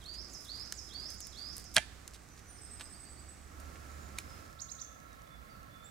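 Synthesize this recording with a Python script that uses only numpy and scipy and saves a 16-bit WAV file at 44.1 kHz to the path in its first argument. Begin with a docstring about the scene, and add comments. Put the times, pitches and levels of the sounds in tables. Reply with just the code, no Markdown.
"""Peeling birch bark in the woods

A knife lifts a strip of birch bark off a fallen trunk: it ticks, fizzes, tears off with one loud crack, is
laid down, and the blade snaps in again. Pops, noise sprays and filtered grit make the bark; gliding sines
make small birds and a far engine; coloured stereo noise makes two forest airs, the second fading in under
the first, which fades out near the end. Decaying noise gives the wood's answer."""
import sys
import numpy as np
from scipy import signal
from scipy.fft import rfft, irfft, next_fast_len
from scipy.io import wavfile
from scipy.ndimage import map_coordinates

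SR = 44100
rng = np.random.default_rng(int(sys.argv[2]) if len(sys.argv) > 2 else 0)


def bounce(signal):
    """Save signal as a 16-bit WAV file at the path given by the first command-line argument."""
    frames = np.transpose(np.atleast_2d(signal))
    limited = np.clip(frames, -1, 1)
    pcm = np.round(limited * 32767).astype(np.int16)
    wavfile.write(sys.argv[1], SR, pcm)


N = 260190

# Colour of each forest air: (frequency [Hz], level per Hz [dB])
AIR_FIRST = [(20, -10), (40, -8), (60, 0), (90, -1.5), (140, -9), (320, -11), (500, -17.5), (730, -16),
             (950, -21), (1150, -16.5), (2100, -21), (3100, -28.5), (7000, -23.5), (15500, -41.5)]
AIR_SECOND = [(12, -49), (20, -22.5), (60, 3), (198, -9), (310, -9), (377, -18.5), (558, -11.5), (849, -25),
              (1330, -11), (1480, -17.5), (1660, -14.5), (2990, -26.5), (3530, -27), (4060, -26),
              (16000, -32.5)]
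# A faint hollow drone in the second air: (frequency [Hz], width [Hz], level [dB])
HOLLOW = [(622, 400, -9), (1089, 31, -3), (1328, 60, 1.5), (1693, 39, -6.5), (2170, 47, -14)]
# Likeness of left and right in each air: (frequency [Hz], correlation [-1 to 1])
ALIKE_FIRST = [(60, 0.81), (150, 0.83), (380, 0.3), (950, -0.0), (2380, 0.79), (5980, 0.21), (15000, 0)]
ALIKE_SECOND = [(60, 0.79), (180, 0.65), (550, -0.47), (1650, -0.42), (4970, 0.5), (15000, -0.066)]
# Balance of each air: (frequency [Hz], left minus right [dB])
LEAN_FIRST = [(60, -10.5), (110, -3.5), (200, -6), (380, -6.5), (700, -6.5), (1290, -9), (2380, -7),
              (4400, -6), (8120, 3), (15000, -17.5)]
LEAN_SECOND = [(60, -12.5), (110, -1.5), (200, -10), (380, -4.5), (700, -5.5), (1290, -7.5), (2380, -9),
               (4400, -5.5), (8120, 5), (15000, -12.5)]
# A far engine speeds up: (time [s], frequency [Hz], level [dB])
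RUMBLE = [(.5, 59.5, -54), (2.1, 62, -58.5), (3.1, 71, -56.5), (4.3, 72, -54)]
# The near bird's whistle dips, then rises: (time into whistle [s], frequency [Hz], level [dB])
WHISTLE = [(0, 4340, -16), (.013, 3500, -12), (.028, 3290, -13), (.055, 4450, -2), (.09, 4795, -1.5),
           (.17, 5190, -2), (.197, 5580, -4), (.215, 6470, -7), (.224, 6900, -35)]
# Its falling afternote: (time into note [s], frequency [Hz], level [dB])
FALL = [(0, 6700, -18), (.012, 6900, -8), (.026, 8200, -10), (.04, 6900, -1), (.06, 5400, 2),
        (.09, 5350, -6), (.125, 5400, -29)]
# One row a repeat: (level [dB], pitch [factor], afternote relative to whistle [dB])
VERSES = [(-48, .96, -2.5), (-47, .985, -5), (-46.5, 0.98, -3.5), (-48, 0.98, -11.5)]
# Soft low shuffling: (time [s], length [s], level [dB])
SHUFFLES = [(.05, 0.45, -62), (.85, 0.34, -64.5), (3.45, .4, -60), (3.9, .55, -62.5)]
# Hand and blade rub over the bark: (time [s], length [s], level [dB])
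SCRAPES = [(.125, 0.041, -52), (2.122, 0.052, -54), (2.367, 0.043, -58), (3.53, 0.77, -69),
           (4.16, 0.065, -55), (4.26, 0.33, -68)]
# Tugs at the strip rasp: (time [s], length [s], level [dB])
TUGS = [(.36, .17, -54.5), (.52, 0.15, -61), (1.095, 0.077, -54), (1.542, .1, -51), (1.738, 0.021, -39.5)]
# The loose strip slides to rest: (time [s], length [s], level [dB])
LAY_DOWN = [(2.786, 0.046, -50.5)]
# Bark snaps: a flake breaks off, and later the blade snaps into the bark; splinters and knock are relative to
# the snap: # (time [s], level [dB], pitch [Hz], splinters [dB], knock [dB], knock pitch [Hz])
SNAPS = [(0.7236, -17.5, 5840, -11, -21, 1745), (2.078, -26, 7300, -10.5, -30, 3000),
         (4.1855, -25, 7500, -2.5, -5.5, 2410)]
# Single fibres snap as the strip is pulled: (time [s], level [dB])
TICKS = [(.9406, -37.5), (1.103, -29), (1.1422, -36), (1.205, -27.5), (1.2696, -28), (1.5671, -26.5),
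         (1.5978, -35), (1.6417, -36)]
# The strip breaks away in four jerks: (time [s], level [dB], pitch [Hz], rise to the peak [cycles])
BREAKS = [(1.7662, -2, 3910, 0.52), (1.7692, -22, 1900, .8), (1.7743, -11, 1840, 0.65),
          (1.7816, -10.5, 2750, 0.69)]
# Colour of tearing fibres: (frequency [Hz], level per Hz [dB])
FIBRES = [(500, -15), (1500, 0), (3800, -3.5), (5500, -4), (10000, -3.5), (12000, -13.5), (16000, -24)]
# Colour of the freed strip's shiver: (frequency [Hz], level per Hz [dB])
FLAP = [(80, -30.5), (200, 6), (420, -14), (700, 10), (1100, -16), (1700, -16), (3400, -2), (5000, -10),
        (10000, -34), (15000, -27)]
# Modes of the stiff strip, swelling as it comes free: (frequency [Hz], level [dB], time to the peak [s])
STRIP = [(108, -41.5, 0.0098), (198, -43, 0.0076), (638, -30.5, 0.0079), (854, -40, 0.011),
         (1500, -28, 0.0057), (1736, -27.5, 0.0047), (2050, -40, 0.013), (2340, -37, 0.012),
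         (3215, -30, 0.0088), (4060, -28, 0.0028)]
# Birds further off, repeating one gliding note: (time [s], notes [count], period [s], length [s],
# frequency [Hz], glide [Hz], step a note [Hz], level [dB], step a note [dB])
TRILLS = [(1.841, 2, 0.22, .2, 8150, -3, -1, -74, 9), (2.272, 2, 0.18, 0.15, 6130, -380, 3, -67, 4.5),
          (2.608, 8, 0.096, 0.055, 7990, 602, -45, -48, -0.8),
          (2.561, 4, .096, .05, 4980, 250, -4, -61, 1.3), (2.931, 3, .117, .042, 4404, 450, 0, -59, 1),
          (4.775, 3, .455, 0.168, 3520, -49.5, -10, -68, 1)]
# Their lone notes: (time [s], length [s], frequency [Hz], glide [Hz], level [dB])
NOTES = [(2.471, .11, 9300, -790, -55), (3.857, 0.24, 7200, -190, -66.5), (4.17, 0.255, 5195, -41, -64.5),
         (5.025, .14, 3980, -240, -72), (5.486, .1, 4720, -500, -69), (5.81, .08, 3530, 19, -68),
         (5.836, .051, 6880, 1320, -60)]
# Strip and blade touch the trunk: (time [s], level [dB], pitch [Hz])
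TAPS = [(2.7972, -33.5, 4200), (2.8098, -28.5, 3200), (3.5997, -36, 8000), (3.757, -39.5, 2087)]
# A hoarse chip, a flick up and a drop: (time into chip [s], frequency [Hz], level [dB])
CHIP = [(0, 3280, -22), (.014, 4540, -8.5), (.021, 6590, -3.5), (.025, 7730, -12), (.035, 6600, 4),
        (.041, 6300, -5), (.045, 5900, -32)]
# The close bark sounds are dulled above about 11 kHz: (frequency [Hz], level [dB])
BARK_COLOUR = [(100, -3), (9000, -2), (10500, -1), (12000, -6), (16000, -17)]
# The two microphone ports differ in colour: (frequency [Hz], left minus right [dB])
PORTS = [(200, -1.5), (2000, -2), (6000, 1), (8200, 4.5), (10000, 10.5), (12000, -5.5), (16000, -16)]
# How long the wood answers: (frequency [Hz], t60 [s])
FOREST = [(200, 0.44), (1500, 0.76), (5000, 0.78), (8000, 0.78), (14000, 0.18)]

# The first air holds, then fades out; the second fades in and holds
FIRST_AIR_DB, FIRST_ENDS_S, FIRST_FADE_S = -54, 4.674, 0.29
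SECOND_AIR_DB, SECOND_STARTS_S, SECOND_FADE_S = -55, 3.41, 0.19
AIR_SWAY_DB = .7
# Whistle and afternote repeat at an even pace
SONG_START_S, SONG_PERIOD_S, FALL_AFTER_S = 0.0091, .4375, .285
TUG_HZ, SCRAPE_HZ, LAY_DOWN_HZ, SHUFFLE_HZ = 9500, 5000, 1287, 263
SNAP_CYCLES, SNAP_T60_S = 0.55, 0.015
# The duller knock of the bark under a flake
KNOCK_CYCLES, KNOCK_SPRAY_DB, KNOCK_T60_S = 2.1, -4, 0.028
TICK_HZ, TICK_SPRAY_DB, TICK_T60_S = 9600, -10.5, 0.023
# A finer split runs just ahead of each jerk, higher in pitch; then the strip recoils
EDGE_LEAD_S, EDGE_DB, EDGE_RATIO, EDGE_CYCLES = .0002, -5, 2.48, .9
RECOIL_LAG_S, RECOIL_DB, RECOIL_HZ, RECOIL_CYCLES = .00005, -13, 1726, 1.9
TAP_CYCLES, TAP_SPRAY_DB, TAP_T60_S = 0.42, -15, 0.069
# Each chip sinks by CHIP_SAG, a share of the first chip's pitch
CHIP_START_S, CHIP_PERIOD_S, CHIP_DB, CHIP_SAG = 4.586, .0985, -45.5, 0.0122
TOP_HZ = 15900


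def amp(db):
    """Decibels to gain."""
    return 10 ** (np.asarray(db) / 20)


def unit(x):
    """x at rms 1."""
    return x / np.sqrt(np.mean(x ** 2) + 1e-20)


def along(points, hz):
    """(Hz, value) points read on a log frequency axis."""
    f, v = np.transpose(points)
    return np.interp(np.log(hz + 1), np.log(f + 1), v)


def curves(rows, t):
    """Each column after the time, read at times t."""
    s, *cols = np.transpose(rows)
    return [np.interp(t, s, c) for c in cols]


def clock(length):
    """Sample times over a length in seconds."""
    return np.arange(max(int(length * SR), 2)) / SR


def wobble(rate, size=N):
    """A smooth random curve, rate knots a second."""
    knots = rng.standard_normal(int(size * rate / SR) + 4)
    return map_coordinates(knots, [np.arange(size) * rate / SR])


def filtered(x, response):
    """x times a complex response of frequency."""
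    n = x.shape[-1]
    m = next_fast_len(n + 8192)  # room for ringing past the end
    return irfft(rfft(x, m) * response(np.fft.rfftfreq(m, 1 / SR)), m)[..., :n]


def resonance(f, hz, width):
    """Causal response of one resonance."""
    return 1j * f * width / (hz * hz - f * f + 1j * f * width)


def add(track, s, x):
    """Mix x into the track from time s."""
    start = max(round(s * SR), 0)
    part = track[start:start + len(x)]
    part += x[:len(part)]


def grit(t, spiky_db):
    """Countless tiny fractures of very unequal size, as noise with a random level each sample."""
    sizes = amp(spiky_db * rng.standard_normal(len(t)))
    return unit(rng.standard_normal(len(t)) * sizes)


def pop(t, hz, cycles):
    """One fracture: a brief pressure swing whose envelope peaks at 1 after the given cycles."""
    u = t * hz / cycles
    return u * np.exp(1 - u) * np.sin(2 * np.pi * hz * t)


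def place(x, lean_db, lead_ms):
    """A source louder and earlier at one microphone port (positive = left)."""
    side = np.array([[.5], [-.5]])

    def ports(f):
        level = amp(side * (lean_db + along(PORTS, f)))
        return level * np.exp(2j * np.pi * f * side * lead_ms / 1000)

    return filtered(x, ports)


def forest(x, lean_db, early_db, early_t60):
    """Scatter from near trunks, then the long soft answer of the wood, as decaying stereo noise."""
    hz, t, z = signal.stft(rng.standard_normal((2, SR)), SR, nperseg=256)
    late = amp(-60 * t / along(FOREST, hz)[:, None])
    early = amp(early_db - 60 * t / early_t60)
    tail = signal.istft(z * (late + early) * (t > 0), SR, nperseg=256)[1]
    tail = tail / np.linalg.norm(tail[0])
    return signal.fftconvolve(x[None], tail, axes=1)[:, :N] * amp([[lean_db / 2], [-lean_db / 2]])


def spots():
    """Gains of the two spots in the forest, which overlap for about a second."""
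    t = np.arange(N) / SR
    first = np.clip((FIRST_ENDS_S - t) / FIRST_FADE_S, 0, 1)
    second = np.clip((t - SECOND_STARTS_S) / SECOND_FADE_S, 0, 1)
    return first, second


def rush(colour, alike, lean):
    """Stereo noise of rms 1: a mid-side mix sets its likeness, a level tilt its balance."""
    def mid_side(f):
        turn = np.arccos(np.clip(along(alike, f), -1, 1)) / 2
        return colour(f) * np.array([np.cos(turn), np.sin(turn)])

    def balance(f):
        return amp([along(lean, f) / 2, -along(lean, f) / 2])

    mid, side = filtered(rng.standard_normal((2, N)), mid_side)
    return unit(filtered(np.array([mid + side, mid - side]), balance))


def air(drone_db):
    """Quiet, slightly swaying forest air at two spots; the second carries a hollow drone of noise bands."""
    def hollow(f):
        return sum(amp(db) * abs(resonance(f, hz, width)) ** 2 for hz, width, db in HOLLOW)

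    first_gain, second_gain = spots()
    first = rush(lambda f: amp(along(AIR_FIRST, f)), ALIKE_FIRST, LEAN_FIRST)
    second = rush(lambda f: amp(along(AIR_SECOND, f)), ALIKE_SECOND, LEAN_SECOND)
    drone = rush(hollow, ALIKE_SECOND, LEAN_SECOND)
    first_level = first_gain * amp(FIRST_AIR_DB + AIR_SWAY_DB * wobble(6.42))
    second_level = second_gain * amp(SECOND_AIR_DB + AIR_SWAY_DB * wobble(6.0))
    return first_level * first + second_level * (second + amp(drone_db) * drone)


def engine(second_db, flutter_db):
    """A far engine's low note and its octave, fluttering on its way through the trees to the first spot."""
    hz, db = curves(RUMBLE, np.arange(N) / SR)
    phase = 2 * np.pi * np.cumsum(hz + 3 * wobble(18)) / SR
    note = np.sin(phase) + amp(second_db) * np.sin(2 * phase)
    return spots()[0] * amp(db + flutter_db * wobble(6.1)) * note


def peel(level_db, clump_db, fibre_db):
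    """As the strip is pulled, its underside fizzes in clumps and random single fibres tick."""
    t = np.arange(N) / SR
    pull = np.interp(t, [0, .4, 1.55, 1.76, 1.78], [0.68, 1, 0.73, 0.61, 0.1])
    clumps = amp(clump_db * (wobble(25) + wobble(130)))
    fizz = unit(filtered(grit(t, spiky_db=5.0) * clumps, lambda f: resonance(f, 10600, 6800) ** 2))
    lets_go = rng.random(N) < 90 * pull * clumps / SR  # chance per sample
    impulses = lets_go * rng.uniform(-1, 1, N)
    fibres = unit(filtered(impulses, lambda f: resonance(f, 6200, 4700) ** 2))
    return amp(level_db) * pull * fizz + amp(fibre_db) * fibres


def song(shape, calls, overtone_db, waver, waver_rate):
    """A bird repeats one whistled shape, never quite alike; a fast pitch waver makes it hoarse."""
    out, t = np.zeros(N), clock(shape[-1][0])
    hz, shape_db = curves(shape, t)
    overtone = amp(overtone_db) / (1 + (hz / 4600) ** 12)  # the throat passes only the low notes' octave
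    for s, db, pitch in calls:
        wavering_hz = hz * pitch * (1 + waver * wobble(waver_rate, size=len(t)))
        phase = 2 * np.pi * np.cumsum(wavering_hz) / SR
        level = np.sqrt(2) * amp(db + shape_db + 2.56 * wobble(86.4, size=len(t)))
        add(out, s, level * (np.sin(phase) + overtone * np.sin(2 * phase)))
    return out


def verses():
    """The near bird repeats a clear rising whistle and a hoarse afternote."""
    rows = [(SONG_START_S + k * SONG_PERIOD_S, *verse) for k, verse in enumerate(VERSES)]
    rises = [(s, db, pitch) for s, db, pitch, fall_db in rows]
    falls = [(s + FALL_AFTER_S, db + fall_db, pitch) for s, db, pitch, fall_db in rows]
    out = song(WHISTLE, rises, overtone_db=-34, waver=0.0055, waver_rate=180)
    return out + song(FALL, falls, overtone_db=-30, waver=.025, waver_rate=900)


def scrapes(strokes, hz):
    """Surfaces slide and part in clumps of tiny grains, heard as resonant grit."""
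    out = np.zeros(N)
    for s, length, db in strokes:
        t = clock(length)
        grains = unit(filtered(grit(t, spiky_db=9.5), lambda f: resonance(f, hz, 1.6 * hz) ** 2))
        add(out, s, amp(db) * grains * signal.windows.tukey(len(t), .8))
    return out * unit(amp(2.5 * wobble(160)))  # the grip comes and goes


def snap(hz, cycles, spray_db, t60):
    """Bark lets go with a pop and a short spray of splinters."""
    t = clock(0.035)
    spray = unit(filtered(grit(t, spiky_db=4), lambda f: resonance(f, hz, 1.1 * hz)))
    return pop(t, hz, cycles) + spray * amp(spray_db - 60 * t / t60)


def snaps():
    """Bark snaps brightly and knocks the wood beneath: first a flake breaking off, then the blade snapping in."""
    out = np.zeros(N)
    for s, db, hz, spray_db, knock_db, knock_hz in SNAPS:
        add(out, s, amp(db) * snap(hz, SNAP_CYCLES, spray_db, SNAP_T60_S))
        add(out, s, amp(db + knock_db) * snap(knock_hz, KNOCK_CYCLES, KNOCK_SPRAY_DB, KNOCK_T60_S))
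    return out


def ticks():
    """The loudest fibres snap during the pull, all alike in pitch."""
    out = np.zeros(N)
    for s, db in TICKS:
        add(out, s, amp(db) * snap(TICK_HZ, SNAP_CYCLES, TICK_SPRAY_DB, TICK_T60_S))
    return out


def tear(centre, level_db, rise, fall, spectrum):
    """A run of fractures that builds to a moment and dies (rise and fall are t60 in seconds)."""
    out, t = np.zeros(N), clock(.2) - .1  # time 0 is the loudest moment
    run = unit(filtered(grit(t, spiky_db=4), lambda f: amp(along(spectrum, f))))
    add(out, centre - .1, run * amp(level_db - 60 * np.maximum(-t / rise, t / fall)))
    return out


def crack():
    """Tearing fibres swell, the strip breaks in a few jerks and shivers free."""
    out, t = np.zeros(N), clock(.03)
    for s, db, hz, cycles in BREAKS:
        add(out, s - EDGE_LEAD_S, amp(db + EDGE_DB) * pop(t, EDGE_RATIO * hz, EDGE_CYCLES))
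        add(out, s, amp(db) * pop(t, hz, cycles))
        add(out, s + RECOIL_LAG_S, amp(db + RECOIL_DB) * pop(t, RECOIL_HZ, RECOIL_CYCLES))
    out += tear(1.766, level_db=-19.5, rise=.019, fall=.019, spectrum=FIBRES)
    out += tear(1.7818, level_db=-25, rise=.003, fall=.014, spectrum=FIBRES)
    return out + tear(1.781, level_db=-30, rise=.04, fall=.04, spectrum=FLAP)


def strip():
    """The freed strip's modes swell and die within moments, heard dry."""
    out, t = np.zeros(N), clock(.12)
    for hz, db, swell in STRIP:
        u = t / swell
        envelope = (u * np.exp(1 - u)) ** 2
        add(out, BREAKS[0][0], amp(db) * envelope * np.sin(2 * np.pi * (hz * t + rng.random())))
    return out


def far_birds(waver, flicker_db):
    """Short wavering glides from high in the trees, alone or in trills; high notes are the least steady."""
    out = np.zeros(N)
    calls = list(NOTES)
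    for s, count, period, length, hz, glide_hz, step_hz, db, step_db in TRILLS:
        for k in range(round(count)):
            calls.append((s + k * period, length, hz + k * step_hz, glide_hz, db + k * step_db))
    for s, length, start_hz, glide_hz, db in calls:
        t = clock(length)
        unsteady = 1 + waver * start_hz / 8000 * wobble(250, size=len(t))
        hz = (start_hz + glide_hz * t / length) * unsteady
        level = amp(db + flicker_db * wobble(73, size=len(t))) * signal.windows.tukey(len(t), .4)
        add(out, s, level * np.sin(2 * np.pi * np.cumsum(hz) / SR))
    return out


def taps():
    """Light touches on the trunk, each with a short crumbling tail."""
    out = np.zeros(N)
    for s, db, hz in TAPS:
        add(out, s, amp(db) * snap(hz, TAP_CYCLES, TAP_SPRAY_DB, TAP_T60_S))
    return out


def chipping(count):
    """A quick, even run of hoarse chips that sinks a little."""
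    calls = [(CHIP_START_S + k * CHIP_PERIOD_S, CHIP_DB, 1 - k * CHIP_SAG) for k in range(count)]
    return song(CHIP, calls, overtone_db=-7, waver=.045, waver_rate=1200)


def scene():
    """The work is close and nearly dry; the birds sit to the right, wrapped in the wood's answer."""
    rubbing = scrapes(TUGS, TUG_HZ) + scrapes(SCRAPES, SCRAPE_HZ)
    rubbing += scrapes(LAY_DOWN, LAY_DOWN_HZ) + scrapes(SHUFFLES, SHUFFLE_HZ)
    breaking = crack() + snaps() + ticks() + peel(level_db=-68, clump_db=3.5, fibre_db=-69)
    bark = filtered(breaking + taps() + rubbing, lambda f: amp(along(BARK_COLOUR, f)))
    whistles, chips = verses(), chipping(count=3)
    far = far_birds(waver=.011, flicker_db=3)

    out = place(bark + strip(), lean_db=-5, lead_ms=0.019)
    out += amp(-18) * forest(bark, lean_db=-9.0, early_db=12, early_t60=0.14)
    out += amp(-2.5) * place(whistles, lean_db=-10.5, lead_ms=.003)
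    out += amp(-3.5) * forest(whistles, lean_db=-13, early_db=-8.5, early_t60=0.049)
    out += amp(-2) * place(chips, lean_db=-17.5, lead_ms=0.045)
    out += amp(-3.5) * forest(chips, lean_db=-9.5, early_db=2, early_t60=0.23)
    out += amp(-4.5) * place(far, lean_db=-13.5, lead_ms=0.025)
    out += amp(-4) * forest(far, lean_db=-6.5, early_db=-12, early_t60=0.13)
    rumble = place(engine(second_db=-22.0, flutter_db=2), lean_db=-4.5, lead_ms=0)
    return out + air(drone_db=-3.5) + rumble


def record(dry):
    """A very steep low-pass removes the treble above the band limit."""
    return filtered(dry, lambda f: 1 / (1 + (f / TOP_HZ) ** 120))


dry = scene()
out = record(dry)
bounce(out)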